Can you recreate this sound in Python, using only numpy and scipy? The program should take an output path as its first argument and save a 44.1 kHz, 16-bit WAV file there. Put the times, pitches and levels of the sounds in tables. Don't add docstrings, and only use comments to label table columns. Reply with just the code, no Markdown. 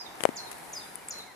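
import sys
import numpy as np
from scipy import signal
from scipy.fft import rfft, irfft
from scipy.io import wavfile
from scipy.ndimage import uniform_filter1d

SR = 44100
rng = np.random.default_rng(int(sys.argv[2]) if len(sys.argv) > 2 else 0)


def file_out(sig):
    cols = np.atleast_2d(sig).T
    lim = np.clip(cols, -1, 1)
    pcm = np.round(lim * 32767).astype(np.int16)
    wavfile.write(sys.argv[1], SR, pcm)


N = 59535
TIME = np.arange(N) / SR


def from_db(db):
    return 10 ** (np.asarray(db) / 20)


def unit_rms(x):
    return x / np.sqrt(np.mean(x ** 2) + 1e-20)


def in_time(rows):
    return np.interp(TIME, *np.transpose(rows))


def at_hz(points, hz):
    point_hz, value = np.transpose(points)
    return np.interp(np.log(hz + 1), np.log(point_hz), value)


def pan(db):
    return from_db(np.array([[.5], [-.5]]) * db)


def drift(rate_hz):
    pole = np.exp(-2 * np.pi * rate_hz / SR)
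    return unit_rms(signal.lfilter([1], [1, -2 * pole, pole * pole], rng.standard_normal(2 * N))[N:])


def noise(spectrum):
    gain = from_db(at_hz(spectrum, np.fft.rfftfreq(N, 1 / SR)))
    return unit_rms(irfft(rfft(rng.standard_normal((2, N))) * gain, N))


def decay(start, t60):
    return (TIME >= start) * from_db(-60 * np.clip((TIME - start) / t60, 0, 2))


def resonate(x, hz, width_hz):
    radius = np.exp(-np.pi * width_hz / SR)
    feedback = [1, -2 * radius * np.cos(2 * np.pi * hz / SR), radius ** 2]
    return signal.lfilter(np.array([1, 0, -1]) * (1 - radius ** 2) / 2, feedback, x + 1e-18)


def rolloff(x, kind, hz):
    return signal.sosfilt(signal.butter(2, hz, kind, fs=SR, output="sos"), x + 1e-18)


# frequency in Hz, relative spectral density in dB.
WASH_SPECTRUM = [(25, -19), (55, -6), (90, -5), (170, 1.5), (400, 4), (800, 1), (1300, 1.5), (2100, 0.5),
                 (2900, -8), (4200, -8.5), (6000, -12.5), (10000, -15.5), (14500, -17.5)]
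# time in seconds, level in dB.
WASH_LEVEL = [(0, -49), (.3, -46.5), (.62, -47), (.85, -48), (1.05, -49.5), (1.15, -46.5), (1.35, -53)]
# frequency in Hz, left minus right in dB.
WASH_BALANCE = [(50, 7), (150, 5.5), (500, 1.5), (2000, -0.5), (12000, 1)]
# frequency in Hz, correlation between the channels.
WASH_CORRELATION = [(50, 0.4), (200, .45), (800, 0.43), (3000, 0), (12000, 0.63)]


def outdoor_wash():
    hz = np.fft.rfftfreq(N, 1 / SR)
    mid, side = rfft(noise(WASH_SPECTRUM))
    correlation = at_hz(WASH_CORRELATION, hz)
    spectra = np.sqrt(1 + correlation) * mid + np.sqrt(1 - correlation) * side * [[1], [-1]]
    wash = unit_rms(irfft(spectra * pan(at_hz(WASH_BALANCE, hz)), N))
    return wash * from_db(in_time(WASH_LEVEL) + .5 * drift(5))


# centre frequency in Hz, resonator bandwidth in Hz, level in dB.
HUM_BANDS = [(766, 180, -48.5), (936, 225, -49.5)]
# time in seconds, gain on both bands in dB.
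HUM_GAIN = [(0, -4.5), (.4, -2), (.68, -3), (.95, -9), (1.35, -9)]


def hum():
    out = 0
    for hz, width_hz, db in HUM_BANDS:
        band = resonate(rng.standard_normal((2, N)), hz, width_hz)
        out += from_db(db) * unit_rms(resonate(band, hz, width_hz))
    return out * from_db(in_time(HUM_GAIN))


# relative level in dB, 60 dB decay time in seconds.
FOLIAGE = [(0.5, 0.15), (-5, 0.67)]


def tree_echoes(x):
    envelope = sum(from_db(db) * decay(0, t60) for db, t60 in FOLIAGE)
    response = unit_rms(rng.standard_normal((2, N)) * envelope) / np.sqrt(N)
    return signal.fftconvolve(rolloff(response, "low", hz=14800), x[None], axes=1)[:, :N]


# start and duration in seconds, first and last pitch in Hz, peak level in dB.
SLURS = [(0.105, .05, 3850, 3780, -58), (0.865, .05, 4020, 3960, -54), (0.955, .06, 3000, 2900, -56),
         (1.005, .05, 2550, 2200, -56), (1.245, .10, 2370, 1880, -52)]


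def far_bird(echo_db=-11):
    song = 0
    for start, duration, high_hz, low_hz, db in SLURS:
        progress = np.clip((TIME - start) / duration, 0, 1)
        hz = low_hz + (high_hz - low_hz) * (1 - progress) ** 1.49
        song += from_db(db) * np.sin(np.pi * progress) * np.sin(2 * np.pi * np.cumsum(hz) / SR)
    return song + from_db(echo_db) * tree_echoes(song)


# time in seconds, level in dB.
SLIDE_LEVEL = [(0, -71), (.15, -66.5), (.22, -48.5), (.33, -62), (.52, -53.5), (.8, -53), (1.05, -56),
               (1.2, -60), (1.35, -68.5)]
# start in seconds, level in dB, 60 dB decay time in seconds.
SCUFFS = [(0.154, -47, .025), (0.2145, -44, .015), (0.5145, -34, .035), (0.529, -41, .02),
          (0.9563, -37, .006), (1.086, -37, .015), (1.185, -43, .03)]
# frequency in Hz, relative spectral density in dB.
SLIDE_SPECTRUM = [(200, -18), (2000, -6.5), (5500, -19), (8000, -2), (9900, 0.5), (10900, 2.5), (12000, -7),
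                  (14500, -14.5)]
SCUFF_SPECTRUM = [(60, -48), (300, -4), (2000, 2.5), (5000, -6.5), (8000, -1.5), (11000, 2), (14500, -15)]


def sliding_hand():
    slide = from_db(in_time(SLIDE_LEVEL) + 1.1 * drift(90)) * noise(SLIDE_SPECTRUM)
    scuff_envelope = sum(from_db(db) * decay(start, t60) for start, db, t60 in SCUFFS)
    return slide * pan(db=6.5) + scuff_envelope * noise(SCUFF_SPECTRUM) * pan(db=5)


# start in seconds, peak level in dB, frequency in Hz, rise time in seconds,
# left minus right in dB.
TICKS = [(0.9564, -25, 9800, 0.00025, 16), (1.0848, -27, 8480, 0.00039, -2), (1.0865, -23, 8080, 0.0003, 3),
         (1.0959, -33, 11300, 0.00012, 21)]


def casing_ticks():
    out = 0
    for start, db, hz, rise_s, pan_db in TICKS:
        age = np.maximum(TIME - start, 0)
        rise = np.minimum(age / rise_s, 20)
        envelope = from_db(db) * rise * np.exp(1 - rise)
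        out += pan(pan_db) * envelope * np.sin(2 * np.pi * hz * age)
    return out


# start in seconds; the thump's level in dB, frequency in Hz and 60 dB decay time in
# seconds; the crack's level in dB and low-pass corner in Hz. Levels are before filtering.
KNOCKS = [(0.2066, -24, 380, 0.005, -19, 3040), (0.2366, -9, 404, 0.005, -10, 12200),
          (0.2530, 4.5, 575, 0.0092, -9, 3000), (0.29, -11, 261, 0.015, -24, 2000)]
# frequency in Hz, relative spectral density in dB.
CRACK_SPECTRUM = [(40, -47), (150, 5.5), (400, -28), (1400, -1.5), (2300, -2), (3000, 0), (4200, -18.5),
                  (6000, -8.5), (8500, -4.5), (11000, -13.5), (14500, -37)]


def casing_knocks(thump_right_db=-31, crack_right_db=-19.5):
    thumps, cracks = 0, 0
    crack_noise = noise(CRACK_SPECTRUM)
    for start, thump_db, hz, t60, crack_db, corner_hz in KNOCKS:
        thumps -= from_db(thump_db) * decay(start, t60) * np.cos(2 * np.pi * hz * (TIME - start))
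        burst = from_db(crack_db) * decay(start, t60=.0093) * crack_noise
        pole = np.exp(-2 * np.pi * corner_hz / SR)
        cracks += signal.lfilter([1 - pole], [1, -pole], burst)
    thumps = rolloff(thumps, "low", hz=1150)
    left = thumps + cracks[0]
    right = from_db(thump_right_db) * thumps + from_db(crack_right_db) * cracks[1]
    return rolloff(np.array([left, right]), "high", hz=157)


# time into the note in seconds at pace 1, pitch in Hz, relative level in dB.
DEEP_CONTOUR = [(0, 7400, -35), (.003, 7200, -12), (.008, 6950, 0), (.013, 5850, -2), (.019, 4800, -11),
                (.028, 4250, -9), (.04, 4120, -7), (.075, 4150, -14), (.093, 4180, -10), (.108, 3750, -17),
                (.124, 3700, -19), (.132, 3700, -50)]
SHALLOW_CONTOUR = [(0, 7200, -35), (.003, 7050, -10), (.009, 6300, 0), (.016, 5450, -5), (.023, 5200, -10),
                   (.034, 5020, 0), (.047, 4950, 0), (.062, 4750, -14), (.073, 4150, -10),
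                   (.087, 3650, -11), (.112, 3550, -9), (.119, 3550, -45)]
# start in seconds, contour, pace as a speed ratio, base level in dB, tilt in dB per octave,
# echo gain in dB, left minus right in dB, right channel delay in seconds.
WARBLER_NOTES = [(-0.026, "shallow", .94, -41, 3, -2.5, -7.5, -.0001),
                 (0.3562, "deep", .9, -35, 7.5, 0, -1, -.00014),
                 (0.728, "shallow", 1, -38, 9, -2, 1, .00001),
                 (1.099, "deep", .97, -34, -2, -2, 2.5, .00016)]


def warbler(glide_s=.003, tilt_pivot_hz=5000, flutter_db=3.5, pitch_wobble=.0049):
    out = 0
    for start, kind, pace, base_db, tilt, echo_db, pan_db, delay_s in WARBLER_NOTES:
        times, pitches, levels = np.transpose(DEEP_CONTOUR if kind == "deep" else SHALLOW_CONTOUR)
        note_time = TIME * pace
        hz = uniform_filter1d(np.interp(note_time, times, pitches), int(glide_s * SR))
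        db = base_db + np.interp(note_time, times, levels) + tilt * np.log2(hz / tilt_pivot_hz)
        envelope = from_db(db + flutter_db * drift(90)) * (note_time < times[-1])
        phase = 2 * np.pi * np.cumsum(hz * (1 + pitch_wobble * drift(126))) / SR
        direct = pan(pan_db) * envelope * np.sin([phase, phase - 2 * np.pi * hz * delay_s])
        echoes = from_db(echo_db) * tree_echoes(envelope * np.sin(phase))
        offset = N - int(start * SR)
        out += np.pad(direct + echoes, [(0, 0), (N, N)])[:, offset:offset + N]
    return out


def scene():
    garden = warbler() + far_bird() + outdoor_wash() + hum()
    return garden + casing_knocks() + casing_ticks() + sliding_hand()


def record(dry, cutoff_hz=14700):
    low_pass = signal.ellip(10, .2, 70, cutoff_hz, fs=SR, output="sos")
    return signal.sosfilt(low_pass, np.clip(dry, -1, 1))


dry = scene()
out = record(dry)
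file_out(out)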